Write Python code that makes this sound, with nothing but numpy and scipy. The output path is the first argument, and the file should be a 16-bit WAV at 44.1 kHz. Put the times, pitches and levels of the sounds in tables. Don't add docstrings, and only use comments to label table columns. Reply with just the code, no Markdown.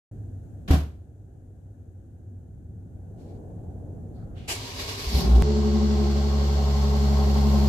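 import sys
import numpy as np
from scipy import signal
from scipy.fft import rfft, irfft
from scipy.io import wavfile
from scipy.ndimage import uniform_filter1d

SR = 44100
rng = np.random.default_rng(int(sys.argv[2]) if len(sys.argv) > 2 else 0)


def wav_out(sig):
    wavfile.write(sys.argv[1], SR, np.round(np.clip(np.atleast_2d(sig).T, -1, 1) * 32767).astype(np.int16))


N = 338688
T = np.arange(N) / SR
FREQS = np.maximum(np.arange(N // 2 + 1) * SR / N, 1)

# time in seconds, firing rate in Hz.
FIRING_RATE = [(5.46, 70.9), (5.78, 70.8), (6.12, 69.65), (6.17, 70.5), (6.96, 69.83), (7.66, 69.73)]
# firing order, level in dB, drift in dB per second, onset offset in dB,
# sag depth in dB, time of deepest sag in seconds, relative sideband amplitude, sideband above (1) or
# below (-1), left minus right in dB, phase lead of the left in radians.
EXHAUST_HARMONICS = [(1, -23.5, 1.87, 2, 0, 6.6, 0.11, -1, -0.5, 0.083),
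                     (2, -36.5, 3.5, 10, -0.5, 6.6, 0.042, 1, 3, 0.08),
                     (3, -23.5, -1, -12, 8, 6.62, 0.36, 1, 3.5, -0.44),
                     (5, -37, 0, -2, 10.5, 6.87, 0.33, -1, 1, 0.66),
                     (6, -32.5, -3, -4, 3.5, 6.32, 0.39, -1, -5, -0.19)]
# firing order, relative level in dB.
UPPER_HARMONICS = [(7, -17.5), (8, -13), (9, -14.5), (10, -15), (11, -14.5), (12, -19), (15, -16)]
CYLINDER_DB = [4.5, -5, 9, 4.5, 0, 3]
# centre in Hz, half-width in Hz, weight in dB.
PIPE_MODES = [(160, 79, 3.5), (238, 30, -1.5), (377, 73, 1.5), (536, 14, -6.5), (571, 49, 1.5),
              (620, 47, -9.5), (694, 66, -3.5), (766, 47, 2.5), (832, 68, -17), (906, 41, -0.5),
              (1049, 29, -2), (1102, 24, -1.5), (1280, 90, -12.5)]
METAL_MODES = [(1572, 20, 8), (2250, 79, -1.5), (2850, 23, 6), (3414, 26, 7.5), (3880, 40, 6),
               (4296, 120, 4), (4850, 27, 5.5), (5700, 140, 3), (7400, 650, 4)]
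# start, rise and fall in seconds, frequency in Hz, level in dB.
BOOMS = [(5.065, 0.012, 0.056, 61.5, -23.5), (5.132, 0.021, 0.061, 66, -15.5),
         (5.225, 0.14, 0.099, 60, -10.5)]
# time of the peak in seconds, strength (1 is a full stroke).
COMPRESSION_STROKES = [(4.675, 0.27), (4.8, 1.04), (4.894, 1.02), (4.994, 0.88)]
# start in seconds, gain of the body modes in dB, level of the rattle in dB.
DOOR_IMPACTS = [(.678, -45, -29), (.703, -15.5, -21), (.729, -22.5, -30)]
# frequency in Hz, level in dB, time to decay 60 dB in seconds.
BODY_MODES = [(73.35, 3.5, 0.43), (62, 6, 0.13), (152, -6.5, 0.37), (220, -17, 0.32), (279.5, -2, 0.21),
              (416, -13, 0.095), (557, -26, 0.56), (650, -18, .25), (700, -29, 0.15), (860, -38, 0.18),
              (980, -18, 0.13), (1420, -21.5, 0.074), (2850, -39, 0.38)]
# start, rise and fade in seconds, level in dB, centre in Hz,
# gain an octave above the centre in dB.
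SOFT_RUSTLES = [(3.15, 0.057, 0.16, -68, 4300, -6), (3.26, 0.033, 0.12, -70, 4420, -14),
                (3.25, 0.046, .09, -73, 2300, -32), (4.12, 0.037, 0.13, -73, 4400, -40),
                (4.13, .05, 1, -68, 1330, -25), (4.335, 0.043, 0.43, -56, 2900, -15)]
# frequency in Hz, relative level in dB.
HISS_SPECTRUM = [(760, -2.5), (1300, -3), (1750, -7), (2000, -4), (2430, -8.5), (2910, -5.5), (3170, -5),
                 (3930, -5.5), (4380, -0.5), (6420, -10), (7340, -12.5), (8460, -20.5), (9500, -34),
                 (12400, -69), (20900, -120)]
SIZZLE_SPECTRUM = [(7500, -25), (9000, -4), (12500, 7), (15000, 0.5)]
BARK_SPECTRUM = [(71, -28), (120, -1), (167, -2.5), (220, 2.5), (290, -20), (408, -4.5), (461, -20.5),
                 (696, -19.5), (756, -11.5), (977, -30), (1060, -20.5), (1180, -34), (1400, -29.5),
                 (1820, -44), (3080, -120)]
GEAR_SPECTRUM = [(120, -43), (200, -26), (266, 2.5), (317, -16), (397, 4.5), (512, -9), (572, -3.5),
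                 (866, -9), (953, -3), (1100, -5), (1370, -16.5), (2080, -9), (4840, -7.5), (8310, -20.5),
                 (9000, -25), (11700, -29), (19800, -120)]
CLACK_SPECTRUM = [(150, -31), (250, -21), (397, 0), (522, -15), (609, -6), (1540, -17), (2280, -7.5),
                  (3050, -8), (3620, -15), (4370, -11), (7690, -14.5), (11600, -17.5), (15000, -28)]
RATTLE_SPECTRUM = [(88, -33), (150, 0.5), (267, -10), (589, -22.5), (757, -16.5), (866, -26), (991, -23),
                   (1840, -31), (3030, -32), (7640, -41.5), (9450, -47), (11900, -40), (15000, -52)]
HUM_SPECTRUM = [(15, -48), (25, -17.5), (64, -7), (75, -7), (96, 0.5), (120, -9), (195, -21), (237, -16.5),
                (276, -22), (303, -21), (400, -28.5), (520, -57), (880, -120)]
RUSH_SPECTRUM = [(200, -13), (260, 0), (350, -4.5), (450, -3.5), (600, -9.5), (760, -11), (950, -26),
                 (1200, -35.5), (1600, -55), (1900, -49), (2300, -59)]
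AIR_SPECTRUM = [(1100, 0.5), (1500, 10.5), (1750, 6.5), (2100, -4.5), (3000, -4), (5300, -9), (6500, 1.5),
                (8000, -1), (10000, -4), (14500, -7.5)]
# frequency in Hz, side relative to mid in dB.
SIDE_SPECTRUM = [(60, -37.5), (120, -11), (250, -9.5), (700, -4), (1500, 2), (2500, 0)]

ENGAGE_S, CATCH_S, IDLE_S = 4.475, 5.08, 5.4233
IDLE_AGE_S = np.maximum(T - IDLE_S, 0)


def idle():
    firing_hz = np.interp(T, *np.transpose(FIRING_RATE))
    turns = np.cumsum(firing_hz * (1 + 0.002 * walk(15))) / SR
    flutter = undb(0.5 * np.cos(2 * np.pi * turns) + 0.43 * walk(60))
    hiss = metallic(colour(noise(), HISS_SPECTRUM)) * undb(-42 + 1.14 * IDLE_AGE_S)
    sizzle = colour(noise(), SIZZLE_SPECTRUM) * undb(-66 + 5.5 * IDLE_AGE_S) * pan(-9)
    crank = np.cos(4 * np.pi * turns / len(CYLINDER_DB))
    burble_db = 0.17 * crank + 0.76 * walk(28)
    rasp = exhaust_rasp(turns) * undb(4) + overtones(turns)
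    rasp *= undb(-42.5 + 2.5 * IDLE_AGE_S + burble_db)
    return ramp(IDLE_S, 0.0026) * (exhaust_tones(turns) + rasp + (hiss + sizzle) * flutter)


def exhaust_tones(turns, settle_s=0.072, sag_width_s=0.52):
    out = np.zeros((2, N))
    for order, db, drift, onset_db, sag_db, sag_s, sideband, side, balance_db, lead in EXHAUST_HARMONICS:
        sag = np.exp(-((T - sag_s) / sag_width_s) ** 2)
        level_db = db + drift * IDLE_AGE_S + onset_db * np.exp(-IDLE_AGE_S / settle_s) - sag_db * sag
        angle = 2 * np.pi * (round(order) * turns + rng.random()) + np.array([[lead], [0]])
        beat = 2 * np.pi * (round(side) * turns / len(CYLINDER_DB) + rng.random())
        tone = unit(np.sin(angle) + sideband * np.sin(angle + beat))
        out += tone * undb(level_db + 0.33 * order * walk(14)) * pan(balance_db)
    return out


def exhaust_rasp(turns):
    at = firings(turns)
    cylinder = np.arange(len(at)) % len(CYLINDER_DB)
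    chance = rng.standard_normal((len(at), 2)).T
    uneven_db, late_s = 1.5 * chance[0], 0.00025 * chance[1]
    at = np.clip(at + (late_s * SR).astype(int), 0, N - 1)
    size = undb(np.array(CYLINDER_DB)[cylinder] + uneven_db)
    banks = sum(scatter(pulses(at, size * (cylinder % 2 == bank)), t60=0.15) for bank in range(2))
    puffs = unit(noise() * np.exp(-(turns % 1) / 0.52))
    gas = unit(banks) + 0.75 * puffs
    radiation = np.minimum(FREQS / 35, 1) ** 2
    return unit(filtered(gas, resonances(PIPE_MODES) * radiation))


def overtones(turns):
    angle = 2 * np.pi * turns + np.array([[0.06], [0]])
    out = np.zeros((2, N))
    for order, db in UPPER_HARMONICS:
        tone = np.sqrt(2) * np.sin(round(order) * angle + 2 * np.pi * rng.random())
        out += tone * undb(db + 3.7 * walk(26))
    return out


def catch(firing_hz=60):
    boom = sum(np.sqrt(2) * np.sin(2 * np.pi * hz * (T - s)) * swell(s, rise, fall) * undb(db)
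               for s, rise, fall, hz, db in BOOMS)
    stumble = np.exp(0.2 * walk(60))
    turns = np.cumsum(firing_hz * stumble * (T > CATCH_S)) / SR
    at = firings(turns)
    pops = scatter(pulses(at, undb(2 * rng.standard_normal(len(at)))), t60=0.13)
    bark = colour(pops + 1.5 * noise(), BARK_SPECTRUM) * undb(1.4 * np.cos(2 * np.pi * turns))
    bark /= np.std(bark[:, T > CATCH_S])
    return (boom + bark * undb(-25) * ramp(CATCH_S, 0.17)) * (1 - ramp(IDLE_S, 0.0043))


def tick():
    return undb(-12.5) * ring(IDLE_S, t60=0.003) * pan(-5.5)


def starter(impacts_per_s=1400):
    overrun_s, rise_s, fall_s = 4.98, 0.22, 0.074
    load, overrun = starter_load(), swell(overrun_s, rise_s, fall_s)
    at = np.flatnonzero(rng.random(N) < impacts_per_s / SR)
    size = undb(1.6 * rng.standard_normal(len(at))) * rng.choice([-1, 1], len(at))
    teeth = scatter(pulses(at, size), t60=0.075)
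    freed = ramp(overrun_s + rise_s, fall_s)
    gears = metallic(colour(teeth, GEAR_SPECTRUM)) * undb(-39.5 + 5.5 * load + 6 * overrun - 2.5 * freed)
    singing = undb(-41.5) * load + undb(-36.5) * ramp(5.01, 0.13) * (1 - ramp(5.22, 0.08))
    gears += colour(noise(), [(3600, -8.5), (4400, -1.5), (4900, -2), (5600, -8)]) * singing
    scrape = colour(teeth, SIZZLE_SPECTRUM) * undb(-61 + 11 * load + 17.5 * overrun) * pan(-9)
    turning = ramp(4.52, 0.038) * (1 - ramp(IDLE_S, 0.0018))
    return (gears + scrape) * turning


def pinion_clack():
    seated_s = ENGAGE_S + 0.049
    clack = metallic(colour(noise(), CLACK_SPECTRUM)) * undb(-29 + 0.46 * walk(300))
    return clack * ramp(ENGAGE_S, 0.02) * np.maximum(ring(seated_s, t60=0.23), T < seated_s)


def compressions():
    hollow = [(240, -2), (450, 6), (750, -12), (1050, 0), (1400, -23), (2300, -1), (3200, -11)]
    return undb(-39.5) * starter_load() ** 2 * colour(noise(), hollow)


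def starter_load(rise_s=0.036, fall_s=0.077):
    return sum(strength * swell(s - rise_s, rise_s, fall_s) for s, strength in COMPRESSION_STROKES)


def door():
    rattle = colour(noise(), RATTLE_SPECTRUM)
    dull = signal.sosfilt(signal.butter(2, 1300, fs=SR, output="sos"), rattle)
    bright = rattle - dull
    out = np.zeros((2, N))
    for s, body_db, rattle_db in DOOR_IMPACTS:
        body = sum(undb(db) * np.sin(2 * np.pi * hz * (T - s)) * ring(s, t60)
                   for hz, db, t60 in BODY_MODES)
        out += undb(body_db) * body * ramp(s, 0.0062)
        out += undb(rattle_db) * (dull * ring(s, 0.34) + bright * ring(s, 0.31)) * ramp(s, 0.0084)
    latch = colour(noise(), [(1000, 9), (3500, 8), (8000, -12), (14000, -50)])
    return out + undb(-42) * latch * ring(DOOR_IMPACTS[0][0], t60=0.48)


def drone(centre_hz=168.5, half_width_hz=29):
    band = unit(filtered(noise(), resonances([(centre_hz, half_width_hz, 0)])))
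    return band * swell(start=1.9, rise=2.34, fall=0.35) * undb(-44.5)


def garage():
    sunk, back = ramp(DOOR_IMPACTS[-1][0], 0.35), ramp(2.73, 0.6)
    dip_db = 4.5 * sunk * (1 - back)
    hum_db = -39 - 7 * sunk + 8.5 * ramp(1.66, 2.3) - 1.7 * ramp(ENGAGE_S, 0.1)
    hum = colour(noise(), HUM_SPECTRUM) * undb(hum_db + 0.44 * walk(3.64))
    hum *= 1 - 0.61 * ramp(IDLE_S, 0.12)
    rush_db = -56.5 + 9.5 * back - 3.5 * ramp(3.33, 1)
    rush = colour(noise(), RUSH_SPECTRUM) * undb(rush_db - dip_db + 0.5 * walk(9))
    air = colour(noise(), AIR_SPECTRUM) * undb(-75.5 - dip_db) * pan(11.9)
    return (hum + rush + air + rustles()) * ramp(0.1124, 0.0018)


def rustles():
    out = np.zeros((2, N))
    for s, rise, fade, db, hz, edge in SOFT_RUSTLES:
        band = [(hz / 4, edge), (hz / 2, edge / 2), (hz, 0), (hz * 2, edge), (hz * 4, edge - 11)]
        envelope = ramp(s, rise) * swell(s, rise, fade)
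        out += metallic(colour(noise(), band)) * envelope * undb(db + 1.2 * walk(50))
    return out


def metallic(x):
    return unit(filtered(x, np.hypot(1, 0.74 * resonances(METAL_MODES))))


def resonances(modes):
    return np.sqrt(sum(undb(db) ** 2 / (1 + ((FREQS - hz) / width) ** 2) ** 2 for hz, width, db in modes))


def scatter(x, t60):
    echoes = rfft(rng.standard_normal((2, N)) * ring(0, t60))
    echoes /= np.sqrt(uniform_filter1d(np.abs(echoes) ** 2, size=500))
    return unit(diffuse(filtered(x, echoes)))


def diffuse(pair):
    mid, side = pair[0], filtered(pair[1], gains(SIDE_SPECTRUM))
    return np.array([mid + side, mid - side])


def noise():
    return diffuse(rng.standard_normal((2, N)))


def colour(x, points):
    skirts = np.minimum(FREQS / points[0][0], 1) ** 4 * np.minimum(points[-1][0] / FREQS, 1) ** 6
    return unit(filtered(x, gains(points) * skirts))


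def filtered(x, response):
    return irfft(rfft(x) * response, N)


def gains(points):
    hz, db = np.transpose(points)
    return undb(np.interp(np.log(FREQS), np.log(hz), db))


def firings(turns):
    return np.flatnonzero(np.diff(np.floor(turns)) > 0)


def pulses(at, size):
    return np.bincount(at, size, N)


def walk(rate_hz):
    hold = int(SR / rate_hz)
    steps = np.repeat(rng.standard_normal(N // hold + 1), hold)
    return unit(uniform_filter1d(uniform_filter1d(steps, hold), hold)[:N])


def ramp(start, length):
    return np.clip((T - start) / length, 0, 1)


def swell(start, rise, fall):
    return ramp(start, rise) * (1 - ramp(start + rise, fall))


def ring(start, t60):
    return (T >= start) * np.exp(-np.log(1000) * np.maximum(T - start, 0) / t60)


def pan(db):
    return undb(np.array([[db], [-db]]) / 2)


def undb(db):
    return 10 ** (np.asarray(db) / 20)


def unit(x):
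    return x / np.sqrt(np.mean(x ** 2))


def scene():
    return garage() + drone() + door() + starter() + pinion_clack() + compressions() + catch() + idle() + tick()


def record(dry):
    return signal.sosfilt(signal.ellip(10, 0.2, 70, 14850, fs=SR, output="sos"), dry)


dry = scene()
out = record(dry)
wav_out(out)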